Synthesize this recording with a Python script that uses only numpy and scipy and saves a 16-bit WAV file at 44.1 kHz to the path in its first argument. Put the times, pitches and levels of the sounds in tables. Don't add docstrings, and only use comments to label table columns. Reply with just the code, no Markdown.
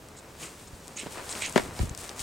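import sys
import numpy as np
from scipy import signal
from scipy.fft import rfft, irfft
from scipy.io import wavfile
from scipy.ndimage import uniform_filter1d

SR = 44100
rng = np.random.default_rng(int(sys.argv[2]) if len(sys.argv) > 2 else 0)


def wav_out(sig):
    wavfile.write(sys.argv[1], SR, np.round(np.clip(np.atleast_2d(sig).T, -1, 1) * 32767).astype(np.int16))


N = 98034

# (f/Hz, level/dB)
AIR_SPECTRUM = [(25, -21), (80, 2), (500, -5.5), (1800, -20), (8100, -19.5), (11000, -27), (16000, -27)]
# (f/Hz, side minus mid/dB)
STEREO_WIDTH = [(40, -24), (200, -17.5), (2000, -5.5), (6000, -13), (12000, -7.5)]
# (t/s of the middle, peak level/dB, width/ms)
BUFFETS = [(.735, -41, 4.5), (1.803, -24, 2.7), (1.815, -22, 6.8), (1.833, -22, 1.76), (1.8422, -26, 2.3),
           (1.856, -33, 4.9), (1.879, -35, 3.4), (1.913, -32, 3.1), (2.207, -40, 3)]
# (t/s, level/dB)
RUMBLE_LEVEL = [(1.45, -58), (1.62, -44.5), (1.85, -43), (1.94, -46.5), (2.1, -56.5)]
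# (t/s, dull crunch level/dB, fine rustle level/dB)
SHUFFLE_LEVELS = [(0, -55, -85), (.38, -54.5, -60), (.44, -43, -43), (.49, -51.5, -51.5), (.6, -53, -51),
                  (.7, -54.5, -57), (0.939, -53, -58.5), (1.04, -50.5, -48.5), (1.151, -46, -47),
                  (1.182, -38, -48), (1.24, -43.5, -48), (1.3, -39.5, -43.5), (1.41, -41, -42),
                  (1.53, -47.5, -46), (1.6, -41, -45), (1.7, -46, -50.5), (1.83, -50, -45),
                  (1.87, -51.5, -53), (1.97, -50.5, -54), (1.99, -49.5, -42.5), (2.14, -48, -49.5),
                  (2.22, -50, -37.5)]
# (f/Hz, level/dB)
CRUNCH_SPECTRUM = [(120, -7.5), (400, 1.5), (1200, -2.5), (2500, -10), (12000, -36)]
RUSTLE_SPECTRUM = [(1500, -6.5), (6000, -5), (8700, -1.5), (10800, -11.5), (15000, -18)]
# (start t/s, length/s, level/dB, treble minus bass/dB, left minus right/dB)
SCUFFS = [(0.161, 0.046, -54.5, 17.5, -1), (0.387, 0.12, -45, 1, 1), (0.669, 0.02, -54, 16, 2),
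          (0.958, 0.088, -38, 1, -3.5), (1.286, 0.058, -43, 15, 1), (1.406, 0.088, -32, -1, -3.5),
          (1.893, 0.0052, -33, 3, 4), (2.19, 0.031, -38.5, 7.5, 4)]
# (f/Hz, width of each of two passes/Hz, relative level/dB)
GRIT_RINGS = [(2545, 1400, 2.5), (4000, 870, -5.5), (5260, 650, -4), (6690, 940, 0.5), (8150, 2030, 0.5)]
# (t/s, peak level/dB, f/Hz, left minus right/dB)
SNAPS = [(0.0868, -30, 6900, 0.5), (0.8738, -30, 8200, 1), (0.8801, -22, 8800, 3.5),
         (1.2929, -22.5, 4400, 6.5), (1.327, -21, 5000, 2.5), (1.3522, -17, 2120, 0),
         (1.3578, -28, 5000, 1.5), (1.3735, -24.5, 4000, 1.5), (1.4622, -15.5, 7760, 9),
         (1.4963, -18, 9060, 5), (1.5253, -22.5, 8040, 1.0), (1.7915, -24, 4240, -7),
         (1.9493, -20.5, 6600, 6), (1.9761, -18, 7650, 5), (2.0932, -19.5, 4650, 5.5),
         (2.194, -20.5, 7000, 10)]
# (t/s, peak level of the ring/dB, contact/ms, left minus right/dB)
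BLOWS = [(0.959, -35.5, 1.2, 0), (1.03, -32, 1.6, 0.5), (1.06, -27, 1.16, -1), (1.067, -25.5, 0.75, -2),
         (1.559, -6, 0.48, 5.5), (1.5634, -12.5, 0.88, -3), (1.5772, -10, 0.11, 6.5),
         (1.5804, -20.5, 0.18, -9), (1.596, -21, 0.11, -3), (1.7916, -26, 0.32, -3)]
# (f/Hz, relative level/dB, time to fade by 60 dB/s)
BOARD_TONES = [(222, 1.5, 0.028), (370, -4, 0.077), (554, 5, 0.014), (756, -0.5, 0.02), (983, 0.5, 0.016),
               (1417, -11.5, 0.036), (1600, -5.5, 0.021), (1890, 0, 0.016), (2190, -0.5, 0.014),
               (3900, -5, 0.0096)]

AIR_DB = -50
BUFFET_HZ, BUFFET_WIDTH_HZ = 68, 89
GUST_SIDE_DB = -0.5
PEN_DB, PEN_T60_S, PEN_HZ = -22, 0.23, 1600
SHUFFLE_PAN_DB = 1.6
SCUFF_EDGE = 0.19
SCUFF_SPLIT_HZ = 3500
SNAP_T60_S, SNAP_WIDTH = 0.007, 0.45
CRACK_DB, CRACK_S, CLATTER_DB, CLATTER_S = -4, 0.00053, -17.5, 0.011
THIN_HZ_MS = 50.6
SWELL_CYCLES = 0.3
BASS_PER_PAN_DB = 0.28
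DULL_HZ, TOP_HZ = 8600, 15800


def amp(db):
    return 10 ** (np.asarray(db) / 20)


def unit(x):
    return x / np.sqrt(np.mean(x ** 2))


def read(table, hz):
    f, db = np.array(table).T
    return np.interp(np.log(hz + 1), np.log(f), db)


def colour(x, table):
    gain = amp(read(table, np.fft.rfftfreq(N, 1 / SR)))
    return irfft(rfft(x) * gain, N)


def ring(x, hz, width_hz):
    return signal.lfilter(*signal.iirpeak(min(hz, 18000), hz / width_hz, fs=SR), x)


def pan(x, db):
    return np.array([x * amp(db / 2), x * amp(-db / 2)])


def walk(rate):
    k = int(SR / rate)
    steps = np.repeat(rng.standard_normal(N // k + 1), k)
    smooth = uniform_filter1d(uniform_filter1d(steps, k), k)
    return unit(smooth[:N])


def grains(rate, scatter_db):
    present = rng.random(N) < rate / SR
    size = rng.standard_normal(N)
    boost = amp(scatter_db * np.minimum(rng.exponential(size=N), 4))
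    return unit(present * size * boost)


def wide(make):
    mid = make()
    side = colour(make(), STEREO_WIDTH)
    return np.array([mid + side, mid - side])


def add(out, s, sound):
    i = int(s * SR)
    out[:, i:i + sound.shape[1]] += sound[:, :N - i]


def farm_air():
    noise = wide(lambda: unit(colour(rng.standard_normal(N), AIR_SPECTRUM)))
    return noise * amp(AIR_DB + .5 * walk(10.4))


def wind(t):
    push = sum(-amp(db) * np.exp(-((t - s) * 1000 / (ms / 2)) ** 2) for s, db, ms in BUFFETS)
    thump = signal.lfilter(*signal.butter(2, 52, "high", fs=SR), push)
    thump = thump + 2.47 * ring(push, BUFFET_HZ, BUFFET_WIDTH_HZ)
    s, db = np.array(RUMBLE_LEVEL).T
    rumble = wide(lambda: unit(ring(rng.standard_normal(N), 70.0, 76.0)))
    rumble = rumble * amp(np.interp(t, s, db) + 1.1 * walk(10.8))
    flutter = unit(ring(rng.standard_normal(N), 97.0, 100.0))
    side = amp(GUST_SIDE_DB) * uniform_filter1d(push, size=400) * flutter * np.array([[1], [-1]])
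    return thump + side + rumble


def pen(x):
    u = np.arange(int(.3 * SR)) / SR
    fade = amp(-60 * u / PEN_T60_S) * (u > .004)
    tails = rng.standard_normal((2, len(u))) * fade
    tails = signal.lfilter(*signal.butter(1, PEN_HZ, fs=SR), tails)
    tails /= np.sqrt(np.sum(tails ** 2, axis=1, keepdims=True))
    return amp(PEN_DB) * signal.fftconvolve(x, tails, axes=1)[:, :N]


def shuffle(t):
    s, crunch_db, rustle_db = np.array(SHUFFLE_LEVELS).T
    crunch = wide(lambda: unit(colour(grains(4000., 2.7), CRUNCH_SPECTRUM)))
    crunch = crunch * amp(np.interp(t, s, crunch_db) + 1.3 * walk(17.38))
    rustle = wide(lambda: unit(colour(grains(8000., 2.0), RUSTLE_SPECTRUM)))
    rustle = rustle * amp(np.interp(t, s, rustle_db) + 2.25 * walk(25.25))
    return (crunch + rustle) * pan(np.ones(1), SHUFFLE_PAN_DB)


def scuffs(t):
    low, high = np.zeros(N), np.zeros(N)
    for f, width, db in GRIT_RINGS:
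        grit = ring(ring(grains(6000., 2.3), f, width), f, width)
        band = high if f > SCUFF_SPLIT_HZ else low
        band += amp(db + 2.9 * walk(90.)) * grit
    scale = np.std(low + high)
    low, high = low / scale, high / scale
    out = 0
    for s, length, db, treble_db, pan_db in SCUFFS:
        u = (t - s) / length
        env = np.clip(np.minimum(u, (1 - u) / 2) / SCUFF_EDGE, 0, 1)
        drag = low * amp(db - treble_db / 2) + high * amp(db + treble_db / 2)
        out = out + pan(env * drag, pan_db)
    return out


def snaps():
    out, u = np.zeros((2, N)), np.arange(600) / SR
    for s, db, hz, pan_db in SNAPS:
        noise = rng.standard_normal(600)
        noise[0] = 4.
        x = ring(noise, hz, SNAP_WIDTH * hz) + 0.14 * noise
        x = x * amp(-60 * u / SNAP_T60_S)
        add(out, s, pan(x / np.abs(x).max() * amp(db), pan_db))
    return out


def knocks():
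    out, u = np.zeros((2, N)), np.arange(4000) / SR
    board = np.zeros(4000)
    for k, (f, db, t60) in enumerate(BOARD_TONES):
        swell = 1 - np.exp(-(u * f / SWELL_CYCLES) ** 2)
        board += (-1) ** k * amp(db - 60 * u / t60) * swell * np.sin(2 * np.pi * f * u)
    for s, db, ms, pan_db in BLOWS:
        push = np.sin(np.pi * np.clip(u[:200] * 1000 / ms, 0, 1))
        x = np.convolve(board, push)[:4000]
        x = signal.lfilter(*signal.butter(2, THIN_HZ_MS / ms, "high", fs=SR), x)
        crack_noise, clatter_noise = rng.standard_normal((2, 4000))
        crack = amp(CRACK_DB) * crack_noise * np.exp(-u / CRACK_S) * min(0.35 / ms, 1) ** 2
        clatter = amp(CLATTER_DB) * unit(ring(clatter_noise, 1430.0, 1660.0)) * np.exp(-u / CLATTER_S)
        x = (x / np.abs(x).max() + crack + clatter) * amp(db)
        bass = BASS_PER_PAN_DB * pan_db * ring(x, 89.0, 127.0) * np.array([[1], [-1]])
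        add(out, s, pan(x, pan_db) + bass)
    return out


def scene():
    t = np.arange(N) / SR
    hits = knocks() + snaps() + scuffs(t)
    hits = signal.lfilter(*signal.butter(2, DULL_HZ, fs=SR), hits)
    return farm_air() + wind(t) + pen(hits) + shuffle(t) + hits


def record(dry):
    top_cut = signal.ellip(10, .2, 75, TOP_HZ, fs=SR, output="sos")
    return signal.sosfilt(top_cut, dry)


dry = scene()
out = record(dry)
wav_out(out)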